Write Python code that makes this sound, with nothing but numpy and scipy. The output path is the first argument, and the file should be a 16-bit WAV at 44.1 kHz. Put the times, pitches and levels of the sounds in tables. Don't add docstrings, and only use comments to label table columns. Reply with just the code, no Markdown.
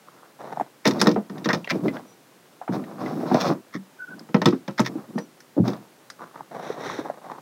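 import sys
import numpy as np
from scipy import signal
from scipy.fft import rfft, irfft, next_fast_len
from scipy.io import wavfile
from scipy.ndimage import uniform_filter1d, minimum_filter1d, map_coordinates

SR = 44100
rng = np.random.default_rng(int(sys.argv[2]) if len(sys.argv) > 2 else 0)


def wav_out(sig):
    wavfile.write(sys.argv[1], SR, np.round(np.clip(np.atleast_2d(sig).T, -1, 1) * 32767).astype(np.int16))


N = 326781

# start_s, clack_db, boom_re_clack_db, crack_re_clack_db
DOOR_KNOCKS = [(0.854, -8.5, -4, -15.5), (0.866, -16, 6.5, -8.5), (0.874, -13, 4, -9.5),
               (0.909, -20.5, -9, -12), (1.014, -10.5, -1, -13.5), (1.059, -16, 5, -23),
               (1.07, -4.5, 0.5, -16), (1.074, -21.5, 8, -8.5), (1.114, -32.5, 9, -3.5),
               (1.297, -31.5, 3, -20.5), (1.38, -35, 0, -14), (1.457, -16, 2, -18), (1.489, -11.5, -9, -18),
               (1.531, -12.5, -4.5, -14), (1.546, -20.5, -12, -14), (3.343, -19.5, -4, -13),
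               (4.288, -37, 7, -28), (4.344, -9.5, 3.5, -24.5), (4.417, -13.5, -5, -19),
               (4.458, -6, 2.5, -14.5), (4.679, -20, -3, -21), (4.794, -10, 0, -19),
               (5.18, -20.5, -1.5, -36), (5.679, -27, 7, -7.5), (5.733, -30.5, -14, -17)]
# start_s, level_db, pitch_hz
BOLT_CLICKS = [(0.877, -27.5, 5700), (1.015, -18.5, 5320), (1.645, -38.5, 2750), (1.674, -33, 1920),
               (1.711, -26.5, 2330), (1.882, -29.5, 2034), (1.968, -36, 1620), (2.839, -45, 1890),
               (3.06, -36.5, 2010), (4.194, -46, 5000), (4.457, -18, 3580), (4.801, -31.5, 6060),
               (5.185, -41, 4970), (5.404, -48, 5400), (6.101, -37, 5030)]
# centre_s, length_s, squawk_db, zing_db
EDGE_RASPS = [(0.863, 0.021, -24, -36), (1.01, 0.029, -33, -29), (1.449, 0.0079, -39, -35.5),
              (1.507, 0.029, -19, -37), (1.707, 0.019, -22.5, -28), (3.414, 0.027, -29.5, -26.5),
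              (3.752, 0.032, -32.5, -41.5), (4.785, 0.012, -27, -35), (4.866, 0.028, -27, -30)]
# start_s, level_db, pitch_hz
SOFT_BUMPS = [(1.16, -22.5, 976), (1.162, -13, 451), (1.171, -15, 210), (1.75, -18.5, 324),
              (1.845, -15, 237), (1.856, -16, 311), (1.876, -23, 318), (1.966, -33.5, 255),
              (2.614, -28.5, 748), (2.678, -23, 756), (2.692, -12.5, 180.5), (2.764, -19, 193),
              (3.008, -28, 730), (3.108, -28, 406), (3.187, -23.5, 215), (3.23, -18.5, 337),
              (3.313, -17, 760), (3.345, -11, 642), (3.508, -19, 306), (3.749, -13.5, 192),
              (4.359, -23, 307), (4.526, -28, 1126), (4.529, -12.5, 263), (4.953, -21.5, 310),
              (5.153, -17, 214), (5.566, -13.5, 290), (5.578, -7.5, 312), (5.585, -3.5, 124),
              (5.596, -6.5, 182.4), (5.67, -15, 197.5)]
# start_s, length_s, panel_db, scrape_db
HAND_STROKES = [(0.89, 0.2, -31.5, -36.5), (1.292, 0.29, -41, -45.5), (1.705, 0.057, -29, -34),
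                (1.822, 0.037, -23.5, -36.5), (1.919, 0.046, -39.5, -35.5), (2.71, 0.053, -30.5, -32),
                (4.077, 0.13, -48, -54), (4.849, 0.13, -39, -43.5), (5.075, 0.1, -43, -53),
                (5.633, 0.074, -34.5, -34)]
# time_s, panel_db, scrape_db
LOAD_DRAG = [(2.82, -40, -43), (2.985, -45, -45.5), (3.018, -32.5, -34.5), (3.262, -27.5, -34.5),
             (3.29, -37, -31.5), (3.344, -16.5, -33), (3.398, -35.5, -28.5), (3.488, -23, -25),
             (3.6, -46.5, -56)]
# centre_s, length_s, level_db
HINGE_SQUEALS = [(4.002, 0.019, -34), (4.033, 0.036, -31.5), (4.087, 0.023, -38), (4.124, 0.042, -37.5)]
# start_s, length_s, level_db, pitch_hz
BOOT_STEPS = [(0.065, 0.18, -55.5, 1240), (0.388, 0.22, -38, 740), (6.19, 0.046, -40.5, 1210),
              (6.325, 0.06, -45, 1110), (6.511, 0.27, -37, 660), (6.777, 0.26, -37.5, 440),
              (7.05, 0.082, -38.5, 720), (7.213, 0.1, -44, 814), (7.294, 0.021, -37, 910)]
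# start_s, length_s, level_db
BOOT_SWEEPS = [(6.6, 0.13, -42), (6.78, 0.22, -39.5), (6.826, 0.086, -41.5)]
# start_s, level_db, pitch_hz
SNOW_CREAKS = [(0.085, -36.5, 1130), (0.572, -22, 720), (0.598, -17, 790), (0.61, -15, 723),
               (6.36, -33.5, 1130), (6.407, -28, 870), (6.701, -21, 442), (6.899, -22.5, 1090),
               (6.988, -23, 310), (7.058, -27.5, 840), (7.099, -21, 613), (7.299, -29, 994)]
# centre_s, level_db
WHINE_SWELLS = [(2.101, -59), (5.209, -52.5)]

# pitch_hz, level_db, t60_s
PANEL_MODES = [(128.5, -15.5, 0.25), (173, -12, 0.27), (201.7, 6, 0.086), (238.4, 3, 0.041),
               (302.7, -6.5, 0.22), (357, -6, 0.19), (472, 0.5, 0.11)]
DOOR_MODES = [(539.4, 4.5, 0.18), (621, 9, 0.13), (900, 7, 0.1), (996, -7, 0.15), (1297, 6.5, 0.1),
              (1835, 11.5, 0.048), (1920, -4.5, 0.11), (2140, 1.5, 0.049), (2465, -12, 0.056)]
BOLT_MODES = [(3654, 24, 0.027), (3810, 10, 0.059), (5166, 17.5, 0.066), (5700, -2, 0.057)]

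# freq_hz, density_db
PANEL_BOOM = [(50, -53.5), (120, -4), (200, 4.5), (330, 1.5), (480, -9.5), (800, -28.5), (2000, -71.5)]
DOOR_CLACK = [(150, -29), (350, -15), (550, -5), (1000, -1), (1500, -8.5), (2000, -15.5), (2600, -18.5),
              (3300, -21), (7000, -97)]
STEEL_CRACK = [(1000, -31), (2400, -1.5), (3000, -12), (3600, -1), (4600, -3.5), (5400, -2), (6300, -8.5),
               (7500, -24), (10500, -29.5), (15500, -24)]
WOOD_SCRAPE = [(200, -50), (450, 6), (650, 9.5), (900, 4), (1200, 1.5), (2400, -19.5), (3200, -33),
               (7000, -61)]
SNOW_CRUNCH = [(60, -54.5), (140, 7), (300, 7.5), (750, 2.5), (1100, 2), (1900, -7), (2700, -25.5),
               (15000, -36.5)]
POWDER_HISS = [(900, 1), (2000, -1), (2900, -17.5), (3700, -3.5), (4200, -10.5), (4750, -20.5), (5700, -9),
               (6400, -16.5), (7500, -27.5), (15500, -36)]
AIR_RUSH = [(60, -34.5), (130, -14.5), (350, -13.5), (520, -15.5), (1400, -21.5), (2500, -26.5),
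            (15500, -35.5)]
# pitch_ratio, density_db
CLICK_SNAP = [(.12, -11), (.3, 12.5), (.55, -6.5), (1, 7.5), (1.5, -7), (2.1, -9), (4, -35.5)]

TIME_S = np.arange(N) / SR
AGE_S = np.arange(SR // 2) / SR


def knocks(rebound_gap_s=.023, rebound_db=-14):
    out = np.zeros(N)
    boom, clack, crack = response(PANEL_BOOM), response(DOOR_CLACK), response(STEEL_CRACK)
    for start_s, level_db, boom_db, crack_db in DOOR_KNOCKS:
        steel = clatter(crack, t60_s=.03, tail_db=-16, tail_t60_s=.11)
        steel += .55 * ring(BOLT_MODES, attack_s=.0006)
        door = amp(-11) * clatter(clack, t60_s=.075, tail_db=-15, tail_t60_s=.16)
        door += amp(-12) * ring(DOOR_MODES, attack_s=.0005)
        panels = amp(-5.5) * ring(PANEL_MODES, attack_s=.009)
        panels += amp(-6.5) * clatter(boom, t60_s=.07, tail_db=-5, tail_t60_s=.23)
        add(out, start_s, amp(level_db) * (door + amp(crack_db - 1.5) * steel + amp(boom_db) * panels))
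        delays_s = np.cumsum(rebound_gap_s * (.5 + rng.random(2)))
        for bounce, delay_s in enumerate(delays_s, 1):
            tick = clatter(crack, t60_s=.011, tail_db=-20, tail_t60_s=.26)
            add(out, start_s + delay_s, amp(level_db + crack_db + bounce * rebound_db) * tick)
    return out


def clicks():
    out = np.zeros(N)
    for start_s, level_db, pitch_hz in BOLT_CLICKS:
        colour = response([(pitch_hz * ratio, db) for ratio, db in CLICK_SNAP])
        ping = .5 * ring([(pitch_hz, 0, 110 / pitch_hz)], attack_s=1 / pitch_hz)
        snap = clatter(colour, t60_s=.022, tail_db=-11, tail_t60_s=.13)
        add(out, start_s, amp(level_db) * (ping + snap))
    return out


def rasps(slip_hz=1000, waver=.25):
    out, crack = np.zeros(N), response(STEEL_CRACK)
    upper_modes = [mode for mode in DOOR_MODES if mode[0] > 950]
    damping = decay(t60_s=.012)
    for centre_s, length_s, squawk_db, zing_db in EDGE_RASPS:
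        rate_hz = slip_hz * (1 + waver * wobble(600)[:len(AGE_S)])
        pulses = np.diff(np.floor(np.cumsum(rate_hz) / SR), prepend=0)
        force = swell(AGE_S - length_s, length_s) * pulses * (1 + rng.standard_normal(len(AGE_S)))
        squawk = burst(convolve(force, damping * ring(upper_modes, attack_s=.000047)))
        bolt = burst(convolve(force, damping * ring(BOLT_MODES, attack_s=.00084)))
        zing = burst(convolve(force, crack)) + .5 * bolt
        add(out, centre_s - length_s, amp(squawk_db) * squawk + amp(zing_db) * zing)
    return out


def bumps():
    out = np.zeros(N)
    for start_s, level_db, hz in SOFT_BUMPS:
        colour = response([(hz / 2.4, -26), (hz, 0), (hz * 1.8, -12), (hz * 5, -42), (hz * 14, -90)])
        mode = amp(-8.5) * ring([(hz, 0, 36 / hz)], attack_s=.7 / hz)
        thud = amp(-7) * clatter(colour, t60_s=.09, tail_db=-21, tail_t60_s=.35)
        add(out, start_s, amp(level_db) * (mode + thud))
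    return out


def rubbing(hiss_db=-10, hard_scrape_db=-17):
    panel_gain, scrape_gain = friction_gains()
    grip = unit(amp(3.8 * wobble(36)))
    fine = grip * slips(rate_hz=350, spread_db=3.5, smooth=.5)
    lower_modes = [mode for mode in DOOR_MODES if mode[0] < 1100]
    wood = through(fine, WOOD_SCRAPE)
    wood += amp(-12) * unit(convolve(fine, ring(lower_modes, attack_s=.00093)))
    hiss_gain = amp(hiss_db) * np.sqrt(scrape_gain / amp(hard_scrape_db))
    hiss = hiss_gain * through(grip * rng.standard_normal(N), STEEL_CRACK)
    faint_hiss = amp(-45) * np.sqrt(panel_gain + scrape_gain) * rng.standard_normal(N)
    rumble = through(slips(rate_hz=260, spread_db=0, smooth=.47), PANEL_BOOM)
    return amp(3.5) * panel_gain * rumble + amp(.5) * scrape_gain * (wood + hiss) + faint_hiss


def friction_gains():
    times_s, drag_panel_db, drag_scrape_db = np.transpose(LOAD_DRAG)
    inside_s = np.minimum(TIME_S - times_s[0], times_s[-1] - TIME_S)
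    gate = np.clip(1 + inside_s / .02, 0, 1)
    panel = gate * amp(np.interp(TIME_S, times_s, drag_panel_db) - 1.5)
    scrape = gate * amp(np.interp(TIME_S, times_s, drag_scrape_db) + 1)
    for start_s, length_s, panel_db, scrape_db in HAND_STROKES:
        stroke = press(start_s, length_s, attack_s=.019, release_db_per_s=181)
        panel = np.hypot(panel, amp(panel_db) * stroke)
        scrape = np.hypot(scrape, amp(scrape_db) * stroke)
    return panel, scrape


def hinge():
    envelope = sum(amp(db) * swell(TIME_S - centre_s, length_s)
                   for centre_s, length_s, db in HINGE_SQUEALS)
    pitch_hz = 1495 * (1 + .022 * wobble(200))
    flutter = amp(3.1 * wobble(130))
    return envelope * flutter * tone(pitch_hz)


def boots(packing_db=-1, packing_q=2.5):
    breaking = slips(rate_hz=550, spread_db=3.5, smooth=.35) * amp(3.5 * wobble(70))
    crunch, dust = through(breaking, SNOW_CRUNCH), through(breaking, POWDER_HISS)
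    out = np.zeros(N)
    for start_s, length_s, level_db, pitch_hz in BOOT_STEPS:
        note = unit(signal.lfilter(*signal.iirpeak(pitch_hz, packing_q, SR), crunch))
        push = amp(level_db) * press(start_s, length_s, attack_s=.0033, release_db_per_s=224)
        out += push * (unit(crunch + amp(packing_db) * note) + amp(-17) * dust)
    sweep = sum(amp(db) * press(start_s, length_s, attack_s=.04, release_db_per_s=323)
                for start_s, length_s, db in BOOT_SWEEPS)
    powder = through(slips(rate_hz=3400, spread_db=3.5, smooth=.69), POWDER_HISS)
    return out + sweep * powder


def creaks():
    out, crunch = np.zeros(N), response(SNOW_CRUNCH)
    for start_s, level_db, pitch_hz in SNOW_CREAKS:
        cycles = pitch_hz * AGE_S[:SR // 20]
        glide_hz = pitch_hz * (1 + .056 * np.exp(-cycles / 2))
        pop = cycles * np.exp(1 - cycles) * tone(glide_hz)
        crumble = clatter(crunch, t60_s=.052, tail_db=-18, tail_t60_s=.083)
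        add(out, start_s, amp(level_db + 3) * pop)
        add(out, start_s, amp(level_db - 15) * crumble)
    return out


def air():
    return amp(-54.5) * through(rng.standard_normal(N), AIR_RUSH)


def whine(pitch_hz=5860):
    envelope = sum(amp(db) * swell(TIME_S - centre_s, length_s=.08) for centre_s, db in WHINE_SWELLS)
    return envelope * np.sin(2 * np.pi * pitch_hz * TIME_S)


def ring(modes, attack_s):
    hz, db, t60_s = np.transpose(modes)[:, :, None]
    strength = amp(db + rng.normal(0, 4, hz.shape)) * rng.choice([-1, 1], hz.shape)
    pitch_hz = hz * (1 + .0072 * rng.standard_normal(hz.shape))
    partials = strength * decay(t60_s) * np.sin(2 * np.pi * pitch_hz * AGE_S)
    return burst(partials.sum(axis=0) * (1 - np.exp(-AGE_S / attack_s)))


def clatter(colour, t60_s, tail_db, tail_t60_s):
    envelope = decay(t60_s) + amp(tail_db) * decay(tail_t60_s)
    return burst(convolve(envelope * rng.standard_normal(len(AGE_S)), colour))


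def slips(rate_hz, spread_db, smooth):
    sizes = rng.choice([-1, 1], N) * amp(spread_db * np.minimum(rng.exponential(size=N), 3))
    slipping = rng.random(N) < rate_hz / SR
    return unit(sizes * slipping) + smooth * rng.standard_normal(N)


def press(start_s, length_s, attack_s, release_db_per_s):
    age_s = TIME_S - start_s
    return np.clip(age_s / attack_s, 0, 1) * amp(-release_db_per_s * np.maximum(age_s - length_s, 0))


def swell(offset_s, length_s):
    return np.exp(-(2 * offset_s / length_s) ** 2)


def wobble(rate_hz):
    return map_coordinates(rng.standard_normal(4096), [TIME_S * rate_hz], mode="mirror")


def response(spectrum, size=4096):
    freq_hz, density_db = np.transpose(spectrum)
    bins_hz = np.fft.rfftfreq(size, 1 / SR)
    magnitude = amp(np.interp(np.log(bins_hz + 1), np.log(freq_hz), density_db))
    cepstrum = irfft(np.log(magnitude))
    cepstrum[1:size // 2] *= 2
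    cepstrum[size // 2 + 1:] = 0
    return irfft(np.exp(rfft(cepstrum)))


def through(force, spectrum):
    return unit(convolve(force, response(spectrum)))


def convolve(x, impulse):
    return signal.oaconvolve(x, impulse)[:len(x)]


def tone(pitch_hz):
    return np.sin(2 * np.pi * np.cumsum(pitch_hz) / SR)


def decay(t60_s):
    return amp(-60 * AGE_S / t60_s)


def amp(db):
    return 10 ** (np.asarray(db) / 20)


def unit(x):
    return x / np.sqrt(np.mean(x ** 2) + 1e-20)


def burst(x):
    return x / np.sqrt(np.sum(x ** 2) / (SR / 100) + 1e-20)


def add(track, start_s, sound):
    start = max(round(start_s * SR), 0)
    track[start:start + len(sound)] += sound[:N - start]


def scene():
    box = knocks() + clicks() + rasps() + bumps() + rubbing() + hinge()
    return (box + boots() + creaks() + air() + whine())[None]


def record(dry):
    bass_hz, top_hz, threshold = 98, 15830, .69
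    bass_cut = signal.butter(4, bass_hz, "highpass", fs=SR, output="sos")
    lean = signal.sosfilt(bass_cut, dry)
    needed_gain = threshold / np.maximum(np.abs(lean), threshold)
    smooth_gain = uniform_filter1d(minimum_filter1d(needed_gain, size=513), size=513)
    limited = signal.sosfilt(bass_cut, lean * smooth_gain)
    size = next_fast_len(N + SR // 2)
    passband = np.fft.rfftfreq(size, 1 / SR) < top_hz
    return irfft(rfft(limited, size) * passband, size)[:, :N]


dry = scene()
out = record(dry)
wav_out(out)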